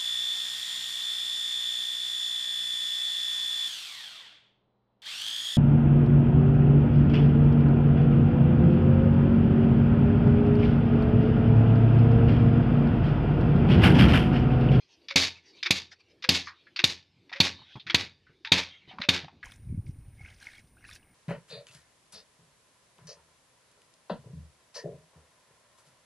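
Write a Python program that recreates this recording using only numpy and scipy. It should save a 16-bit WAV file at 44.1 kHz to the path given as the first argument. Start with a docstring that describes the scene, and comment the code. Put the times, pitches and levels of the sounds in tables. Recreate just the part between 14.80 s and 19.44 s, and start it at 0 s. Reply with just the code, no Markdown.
"""A carding bow is played over a heap of loose cotton in an open yard, about two strokes a second.
Ahead of each stroke a faint low noise band rises and the mallet clicks onto the taut string, which sings as it
is drawn. Let go, the string snaps: the frame thumps, cracks and rings as damped modes, and the string buzzes on
its board, strongly when it swings free, weakly when buried in fibre. Between strokes bands of noise swish as
cotton, wood knocks and the ground thuds; as time goes on the listener moves round the bow and it sounds duller."""
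import sys
import numpy as np
from scipy import signal
from scipy.fft import rfft, irfft, next_fast_len
from scipy.io import wavfile
from scipy.ndimage import uniform_filter1d, map_coordinates

SR = 44100
rng = np.random.default_rng(int(sys.argv[2]) if len(sys.argv) > 2 else 0)


def generate_wav(sig):
    """Save sig (samples, or channels by samples) to the path in sys.argv[1] as 16-bit PCM at SR."""
    pcm = np.round(np.clip(np.atleast_2d(sig).T, -1, 1) * 32767).astype(np.int16)
    wavfile.write(sys.argv[1], SR, pcm)


N = 204751
T = np.arange(SR // 2) / SR  # time within one sound [s]

# Levels of single sounds are nominal: envelopes and mixing factors act on them.
# Strokes: (time [s], crack level [dB], frame ring level [dB], first buzz level [dB],
# free swing of the string [dB], strongest frequency [Hz], note while drawn [Hz])
STROKES = [ (0.3578, -12, -29, -15.5, -23.5, 4600, 555), (0.9063, -9.5, -19.5, -28, -32, 2400, 348),
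           (1.4894, -5.5, -24.5, -21.5, -25, 4620, 520), (2.0394, -8.5, -18.5, -27, -33.5, 3830, 356),
           (2.6016, -12, -15.5, -40, -26, 4500, 556), (3.1440, -9.5, -19.5, -30.5, -31.5, 3074, 333),
           (3.7180, -10.5, -17.5, -18.5, -26.5, 3430, 912), (4.2875, -8, -18.5, -26.5, -28.5, 3630, 584)]
# Natural vibrations of the bow string: (frequency [Hz], level [dB], t60 [s])
STRING_MODES = [(86.3, -6.5, 0.4), (180.6, -1.5, 0.24), (272.6, -4.5, .25), (355, -10.5, 0.26),
                (472, -15.5, 0.26), (546, -12.5, 0.23), (650, -14, 0.22), (805, -15, 0.27),
                (915, -18.5, .38), (1130, -16, .33), (1750, -16, 0.41)]
# Resonances of the wooden frame: (frequency [Hz], level [dB], t60 [s])
FRAME_MODES = [(935, -9, 0.065), (1827, -13, 0.098), (2254, -3.5, 0.023), (2523, 1.5, 0.03),
               (2894, -2.5, .05), (3484, 0.5, 0.11), (3684, 8, 0.046), (4540, -9.5, 0.034),
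               (4620, 2, 0.036), (4850, -9.5, .05), (6370, -20, 0.023), (6340, -24, 0.02)]
# Spectrum of the push on the frame, also of the thuds: (frequency [Hz], level [dB])
THUMP_SPECTRUM = [(25, -34), (60, -29), (90, 1), (170, 2.5), (300, -1), (500, -10.5), (800, -11),
                  (1500, -19), (4000, -49)]
# Spectrum of the snap against the frame: (frequency [Hz], level [dB])
SNAP_SPECTRUM = [(300, -42.5), (1000, -22), (1700, -15), (2400, -1.5), (3050, -7), (3700, 0.5), (4550, 2),
                 (5300, -10), (6500, -8.5), (8000, -23), (13000, -24)]
# Spectrum of the string rattling on its board: (frequency [Hz], level [dB])
BUZZ_SPECTRUM = [(60, -40.5), (150, -9.5), (350, -8.5), (650, -13), (1400, -13.5), (2400, -1), (3000, -5.5),
                 (3750, 1), (4800, -2.5), (5500, -6.5), (6700, -11), (8200, -22.5), (13000, -32.5)]
# Contact noise of the rattle against the string's partials: (frequency [Hz], level [dB])
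RASP_SPECTRUM = [(200, 0.5), (900, 10), (2500, 10.5), (6000, 11), (7500, 12)]
# Spectrum of the board's boom: (frequency [Hz], level [dB])
BOOM_SPECTRUM = [(25, -36), (55, -15), (90, -2.5), (160, -4), (400, -12), (900, -23), (2500, -58)]
# Treble slope as the listener moves round the bow: (time [s], slope [dB per octave])
BRIGHTNESS = [(0, -0.8), (2, -0.6), (3, -4.2), (4.6, -5.2)]
# Mallet catching the string: (time [s], level [dB], strongest frequency [Hz], lowest frequency [Hz], t60 [s])
CATCHES = [(0.285, -31.5, 4900, 1900, 0.055), (0.305, -28.5, 2250, 900, 0.09),
           (0.829, -24.5, 4900, 2000, 0.075), (0.852, -31, 2370, 800, 0.06), (0.86, -21, 2320, 800, 0.085),
           (1.424, -38.5, 5280, 1900, 0.09), (1.440, -31, 1580, 800, 0.1), (1.961, -32.5, 4600, 1500, 0.19),
           (1.991, -23.5, 2620, 800, 0.084), (2.494, -48, 2000, 700, 0.07), (2.527, -36.5, 1920, 700, 0.19),
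           (2.561, -37.5, 2120, 700, 0.13), (3.067, -36.5, 1900, 1400, 0.28),
           (3.099, -25.5, 3270, 1100, 0.08), (3.6485, -31.5, 1750, 1500, 0.1),
           (3.671, -39, 3700, 1500, 0.1), (4.2155, -30.5, 3900, 1200, 0.11), (4.235, -32, 2620, 700, 0.08)]
# Spectrum of mallet contact, also of the knocks: (frequency [Hz], level [dB])
CLICK_SPECTRUM = [(100, -24), (400, -16.5), (1000, -1.5), (2400, 6.5), (3000, 0), (3800, 3), (5400, -4.5),
                  (7000, -24), (8500, -44.5), (13000, -44.5)]
# Soft knocks and scuffs of wood: (time [s], level [dB], pitch [Hz], t60 [s])
KNOCKS = [(1.117, -46, 1820, 0.1), (1.672, -40, 1161, 0.21), (1.672, -40, 1837, 0.17),
          (1.868, -51, 1700, 0.13), (2.517, -42.5, 736, 0.08), (2.792, -52, 900, 0.05),
          (2.817, -50.5, 865, 0.062), (2.956, -42.5, 863, 0.09), (2.997, -42, 3600, 0.11),
          (3.467, -58, 1500, 0.24), (4.11, -50.5, 750, 0.38), (4.185, -31, 1000, 0.036),
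          (4.201, -39, 590, 0.072), (4.445, -37, 700, 0.022), (4.481, -44, 810, 0.08),
          (4.629, -34.5, 1680, 0.08)]
# Dull thuds on the ground: (time [s], level [dB], pitch [Hz], t60 [s])
THUDS = [(2.36, -62, 90, 0.45), (2.74, -54, 65, 0.3), (2.80, -53, 65, 0.16), (2.954, -32, 130, 0.05),
         (2.967, -30, 95, 0.045), (3.06, -51, 65, 0.4), (3.19, -41.5, 140, 0.27), (3.495, -54, 55, 0.1),
         (4.075, -46, 55, 0.13), (4.135, -50, 230, 0.3), (4.193, -32.5, 80, 0.08), (4.43, -38, 100, 0.13),
         (4.52, -56, 50, 0.55)]
# Cotton and cloth brushing past: (time of peak [s], half length [s], level [dB], centre frequency [Hz])
SWISHES = [(0.022, 0.033, -62, 5300), (0.126, 0.025, -61, 5600), (0.24, 0.025, -67, 4300),
           (0.57, 0.02, -52, 2350), (0.69, 0.03, -57, 5400), (0.785, 0.028, -54, 4300),
           (1.128, 0.0098, -49, 5500), (1.208, 0.0082, -58, 4900), (1.31, 0.015, -67, 5600),
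           (1.68, .022, -48.5, 5440), (1.8, 0.07, -66, 3800), (2.81, 0.065, -54.5, 3900),
           (2.935, .05, -53.5, 3550), (3.915, 0.06, -53, 3400), (4.03, 0.03, -62, 2400),
           (4.10, 0.016, -52, 3700), (4.12, 0.016, -52, 2500), (4.43, 0.03, -53, 3570)]
# Spectrum of sliding fibre: (frequency [Hz], level [dB])
FIBRE_SPECTRUM = [(300, -21), (700, -7.5), (1400, -8), (2400, 2), (4500, -1.5), (6000, -10), (7700, -24),
                  (13000, -42.5)]
# Spectrum of the low air: (frequency [Hz], level [dB])
LOW_AIR_SPECTRUM = [(25, -27), (50, -3), (85, 5), (160, 4), (350, -20.5), (1000, -18.5), (2500, -52)]
# Reverberation of the yard: (frequency [Hz], t60 [s])
YARD_DECAY = [(100, 0.15), (1000, 0.12), (3500, 0.17), (6000, 0.14), (12000, 0.39)]
# Difference between the two sides: (frequency [Hz], level [dB])
SIDE_SPECTRUM = [(2000, -80.5), (3500, -49), (4500, -35), (6000, -19), (9000, -16), (13000, -14.5)]

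# the push on the frame: nearer with time, weaker [dB per dB] when the string buzzes more
THUMP_DB, THUMP_DB_PER_S, THUMP_PER_BUZZ = -11.8, 0.35, -0.15
NOTE_DB, NOTE_GROWS = -29.5, 1.15  # the string's low note at a usual swing; growth [dB per dB of swing]
BOOM_DB, BOOM_GROWS = -36.5, 0.7  # the board's boom, likewise
USUAL_SWING_DB, FAINTEST_BUZZ_DB = -28, -52
# when the level is back up after the dip: for the faintest buzz, and how much later for a louder one
RECOVERY_S, RECOVERY_S_PER_DB = 0.043, 0.0009
# the drawn string: start ahead of the stroke, level, decay, and depth of its pitch waver
DRAW_S, DRAW_DB, DRAW_T60_S, DRAW_ROUGH = 0.05, -45, 0.25, 0.1
# height and width of a swish's band; how far it lies above, then below its centre [octaves]
SWISH_PEAK_DB, SWISH_OCTAVES, SWISH_GLIDE_OCT = 15, 0.2, 0.1
RUSTLE_DB = -73  # the heap of cotton at rest
LOW_AIR_DB, LOW_AIR_DB_PER_S = -79, 1.8  # low air, growing as the listener comes closer
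NOISE_BAND_DB, NOISE_BAND_HZ = -77, 330  # faint steady noise band
# the noise band rises briefly before each stroke, less and less
RISE_DB, RISE_DB_PER_S, RISE_AHEAD_S, RISE_HALF_S = -65, -2.4, 0.13, 0.085
TOP_HZ = 13150  # upper band limit


def bow():
    """Impulsive excitation: each release pushes, cracks, rings and buzzes; a freer swing gives more note and boom."""
    out, thump = np.zeros(N), push(THUMP_SPECTRUM)
    for s, crack_db, ring_db, buzz_db, swing_db, strong_hz, _ in STROKES:
        colour = lambda hz: tilt(hz, s)
        struck = lambda hz: colour(hz) + 5 * hump(hz, strong_hz, 0.14)
        freer_db = swing_db - USUAL_SWING_DB
        louder_db = buzz_db - FAINTEST_BUZZ_DB
        thump_db = THUMP_DB + THUMP_DB_PER_S * s + THUMP_PER_BUZZ * louder_db
        recovery_s = RECOVERY_S + RECOVERY_S_PER_DB * louder_db
        boom = fade(0.33, .004) * coloured(white(), lambda hz: along(BOOM_SPECTRUM, hz))
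        add(out, s + .0004, amp(thump_db) * thump + amp(BOOM_DB + BOOM_GROWS * freer_db) * boom)
        add(out, s, snap(crack_db, ring_db, struck))
        add(out, s + .003, amp(ring_db) * frame_ring(struck))
        add(out, s, buzz(buzz_db, swing_db, recovery_s, colour))
        add(out, s, amp(swing_db - 7) * after_ring())
        add(out, s, amp(NOTE_DB + NOTE_GROWS * freer_db) * twang())
    return out


def push(spectrum):
    """Minimum phase: folding the cepstrum gives the causal pulse of this spectrum, here at peak 1."""
    log_spectrum = np.log(amp(along(spectrum, np.fft.rfftfreq(len(T), 1 / SR))))
    cepstrum = irfft(log_spectrum, len(T))
    causal = (T > 0) & (T < T[-1] / 2)
    pulse = irfft(np.exp(rfft(2 * cepstrum * causal)), len(T))
    return pulse / np.abs(pulse).max()


def snap(crack_db, ring_db, colour):
    """Repeated impact: the released string slams onto the board, bounces once and leaves it chattering."""
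    slam = amp(crack_db) * np.exp(-((T - 0.0033) / 0.00063) ** 2 / 2)
    rebound = amp(-6) * np.exp(-((T - .0115) / .0025) ** 2 / 2)
    chatter = amp(ring_db) * np.hypot(2.4 * fade(0.065, .0027), rebound)
    shape = np.hypot(slam, chatter)
    burst = shape * coloured(white(), lambda hz: along(SNAP_SPECTRUM, hz) + colour(hz))
    return burst * np.linalg.norm(shape) / np.linalg.norm(burst)  # the energy of the envelope


def frame_ring(colour):
    """Modal superposition: damped frame modes at unit power, with new strengths for every contact."""
    hz, db, t60 = np.transpose(FRAME_MODES)[:, :, None]
    size, detune, phase = rng.standard_normal((3, len(hz), 1))
    gain = amp(db + colour(hz) + 2 * size)
    modes = gain * fade(t60, 0.00042) * np.sin(2 * np.pi * (hz * (1 + 0.017 * detune) * T + phase))
    return modes.sum(0) / np.sqrt(np.sum(gain ** 2) / 2)


def buzz(first_db, later_db, recovery_s, colour):
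    """Intermittent contact: string on board; the level dips after the hit, rises again, then decays, treble faster."""
    spectrum = lambda hz: along(BUZZ_SPECTRUM, hz) + colour(hz)
    tone = filtered(string_partials(), lambda hz: amp(spectrum(hz)))
    rasp = filtered(white() * grit(2.6), lambda hz: amp(spectrum(hz) + along(RASP_SPECTRUM, hz)))
    rattle = unit(tone + rasp)
    before, after = np.minimum(T - recovery_s, 0), np.maximum(T - recovery_s, 0)
    treble = filtered(rattle, lambda hz: 1 - 1 / (1 + (hz / 6500) ** 8))
    rattle = rattle - treble * (1 - amp(-60 * after / 0.54))  # extra decay of the treble
    first = amp(first_db) * fade(0.28, 0.0011)
    later = amp(later_db) * np.exp(-(before / 0.027) ** 2) * amp(-60 * after / 0.21)
    return np.hypot(first, later) * rattle


def string_partials():
    """Stiffness makes a string inharmonic: many upper partials, stretched in pitch and uneven in strength."""
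    pitch_hz, stiffness = 91, .00002
    k = np.arange(2, 72)[:, None]
    size, phase = rng.standard_normal((2, len(k), 1))
    hz = pitch_hz * k * np.sqrt(1 + stiffness * k ** 2) * (1 + .004 * rng.standard_normal())
    return unit((amp(4 * size) * np.sin(2 * np.pi * (hz * T + phase))).sum(0))


def after_ring():
    """Resonant filtering: the dying string keeps feeding the frame's resonances."""
    power = lambda hz: sum(amp(2 * db) * hump(hz, centre, 0.025) ** 2 for centre, db, _ in FRAME_MODES)
    return fade(0.38, 0.06) * coloured(white(), lambda hz: 10 * np.log10(power(hz)))


def twang():
    """Free vibration: the string's low partials decay separately, at new strengths for each pluck."""
    hz, db, t60 = np.transpose(STRING_MODES)[:, :, None]
    size, detune, phase = rng.standard_normal((3, len(STRING_MODES), 1))
    wave = np.sin(2 * np.pi * (hz * (1 + 0.0034 * detune) * T + phase))
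    return (amp(db + 0.5 * size) * fade(t60, .004) * wave).sum(0)


def mallet():
    """Contact friction: the mallet ticks and scrapes in grains as it hooks the string, which sings while drawn."""
    out = np.zeros(N)
    for s, db, strong_hz, lowest_hz, t60 in CATCHES:
        thin = lambda hz: -10 * np.log10(1 + (lowest_hz / (hz + 1)) ** 4)  # bass cut
        bright = lambda hz: 1.5 * treble_octaves(hz)
        colour = lambda hz: 10 * hump(hz, strong_hz, 0.07) + thin(hz) + tilt(hz, s) + bright(hz)
        scrape = coloured(white() * grit(3), lambda hz: along(CLICK_SPECTRUM, hz) + colour(hz))
        contact = (1.15 * fade(t60, .003) + amp(-1) * fade(.025, .003)) * scrape  # scrape, with a short tick
        add(out, s - .001, amp(db) * contact)
        add(out, s + .001, amp(db - 6) * frame_ring(colour))
    for s, *_, note_hz in STROKES:
        waver = 1 + DRAW_ROUGH * (grit(3) - 1)
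        note = np.sin(2 * np.pi * note_hz * np.cumsum(waver) / SR)
        add(out, s - DRAW_S, amp(DRAW_DB) * fade(DRAW_T60_S, 0.0053) * note)
    return out


def knocks():
    """Damped resonance: each dull wooden contact is a short note in a puff of noise."""
    out = np.zeros(N)
    for s, db, pitch_hz, t60 in KNOCKS:
        puff = coloured(white(), lambda hz: along(CLICK_SPECTRUM, hz) + 26 * hump(hz, pitch_hz, 0.62))
        note = np.sin(2 * np.pi * pitch_hz * T)
        wood = 0.75 * fade(t60, .001) * puff + 0.9 * fade(0.64 * t60, .0005) * note
        add(out, s, amp(db) * wood)
    return out


def thuds():
    """Heavily damped impact: soft weights on packed earth give decaying noise in a broad low band."""
    out = np.zeros(N)
    for s, db, pitch_hz, t60 in THUDS:
        ground = coloured(white(), lambda hz: along(THUMP_SPECTRUM, hz) + 16 * hump(hz, pitch_hz, 0.96))
        add(out, s, amp(db) * fade(t60, .005) * ground)
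    return out


def swishes():
    """Friction noise: brushing fibre hisses in a narrow band that glides slightly downward."""
    out, now = np.zeros(N), np.arange(N) / SR
    for peak, half, db, centre_hz in SWISHES:
        strands = patchy(depth_db=5.5)
        fibre = lambda hz: along(FIBRE_SPECTRUM, hz) + tilt(hz, peak)
        ridge = lambda hz, octaves: SWISH_PEAK_DB * hump(hz, centre_hz * 2 ** octaves, SWISH_OCTAVES)
        band = lambda octaves: coloured(strands, lambda hz: fibre(hz) + ridge(hz, octaves))
        late = (1 + np.tanh((now - peak) / half)) / 2
        gliding = (1 - late) * band(SWISH_GLIDE_OCT) + late * band(-SWISH_GLIDE_OCT)
        out += amp(db) * bell(peak, half) * gliding
    return out


def background():
    """Filtered noise: faint rustle, growing low air and a faint band that rises briefly before each stroke."""
    now = np.arange(N) / SR
    rustle = coloured(patchy(depth_db=3.5), lambda hz: along(FIBRE_SPECTRUM, hz))
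    low_air = coloured(patchy(depth_db=3), lambda hz: along(LOW_AIR_SPECTRUM, hz))
    noise_band = unit(filtered(patchy(depth_db=2.5), lambda hz: hump(hz, NOISE_BAND_HZ, .5)))
    rise = np.zeros(N)
    for s, *_ in STROKES:
        rise += amp(RISE_DB + RISE_DB_PER_S * s) * bell(s - RISE_AHEAD_S, RISE_HALF_S)
    low_air_gain = amp(LOW_AIR_DB + LOW_AIR_DB_PER_S * now)
    return amp(RUSTLE_DB) * rustle + low_air_gain * low_air + np.hypot(amp(NOISE_BAND_DB), rise) * noise_band


def yard(x):
    """Reverberation: sheds and trees return a faint tail, as noise with a decay set by frequency."""
    hz, t, z = signal.stft(white(), SR, nperseg=256)
    decay = amp(-60 * t / along(YARD_DECAY, hz)[:, None])
    tail = signal.istft(z * decay, SR, nperseg=256)[1]
    delayed = np.pad(x, (SR // 100, 0))  # 10 ms
    return signal.fftconvolve(delayed, tail / np.linalg.norm(tail))[:N]


def amp(db):
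    """Logarithmic level: decibels to an amplitude ratio."""
    return 10 ** (np.asarray(db) / 20)


def unit(x):
    """Normalization: x at rms 1."""
    return x / np.sqrt(np.mean(x ** 2) + 1e-20)


def along(points, hz):
    """Logarithmic frequency scale: values interpolated between (frequency, value) points."""
    f, v = np.transpose(points)
    return np.interp(np.log(hz + 1), np.log(f), v)


def filtered(x, gain):
    """Linear filtering: the spectrum of x times a gain that depends on frequency."""
    size = next_fast_len(x.shape[-1] + 8192)  # room for the filter's tail
    spectrum = rfft(x, size) * gain(np.fft.rfftfreq(size, 1 / SR))
    return irfft(spectrum, size)[..., :x.shape[-1]]


def coloured(x, level_db):
    """Spectral shaping: x filtered by level_db(frequency), at rms 1."""
    return unit(filtered(x, lambda hz: amp(level_db(hz))))


def hump(hz, centre_hz, octaves):
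    """Resonance curve: a bump of height 1."""
    return 1 / (1 + (np.log2((hz + 1) / centre_hz) / octaves) ** 2)


def treble_octaves(hz):
    """Pitch interval: octaves from 3500 Hz, held constant outside 1500 to 7000 Hz."""
    return np.log2(np.clip(hz, 1500, 7000) / 3500)


def tilt(hz, s):
    """Directivity: the treble slope's gain [dB] at time s as the listener moves round the bow."""
    return np.interp(s, *np.transpose(BRIGHTNESS)) * treble_octaves(hz)


def white():
    """White noise: equal power at all frequencies, fresh for each sound."""
    return rng.standard_normal(len(T))


def grit(depth_db):
    """Amplitude modulation: random swings of level a few milliseconds long."""
    return unit(amp(depth_db * map_coordinates(rng.standard_normal(210), [T * 400])))


def patchy(depth_db):
    """Spectral fluctuation: noise whose narrow bands come and go."""
    z = signal.stft(rng.standard_normal(N), nperseg=512)[2]
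    field = uniform_filter1d(rng.standard_normal(z.shape), size=3, axis=0)  # across frequency
    field = uniform_filter1d(field, size=16, axis=1)  # along time
    return signal.istft(z * amp(depth_db * unit(field)), nperseg=512)[1][:N]


def fade(t60, attack):
    """Exponential damping: a quick rise and a decay of 60 dB in t60."""
    return amp(-60 * T / t60) * (1 - np.exp(-T / attack))


def bell(peak, half):
    """Gaussian envelope: a smooth rise and fall of height 1 around the time peak."""
    return np.exp(-((np.arange(N) / SR - peak) / half) ** 2 / 2)


def add(track, s, sound):
    """Superposition: mix a sound into the track at time s."""
    part = track[max(round(s * SR), 0):][:len(sound)]
    part += sound[:len(part)]


def scene():
    """Decorrelation: everything sits in the middle; only the treble spreads a little."""
    near = bow() + mallet() + knocks() + thuds()
    mid = near + amp(-40.5) * yard(near) + swishes() + background()
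    scatter = white() * fade(.015, .001)
    diffuse = signal.fftconvolve(mid, scatter / np.linalg.norm(scatter))[:N]
    side = filtered(diffuse, lambda hz: amp(along(SIDE_SPECTRUM, hz)))
    return np.array([mid + side, mid - side])


def record(dry):
    """Saturation and band limiting: the highest peaks are rounded, then a steep low-pass cuts the top."""
    rounded = dry / (1 + np.abs(dry / .95) ** 6) ** (1 / 6)
    return filtered(rounded, lambda hz: 1 / (1 + (hz / TOP_HZ) ** 80))


dry = scene()
out = record(dry)
generate_wav(out)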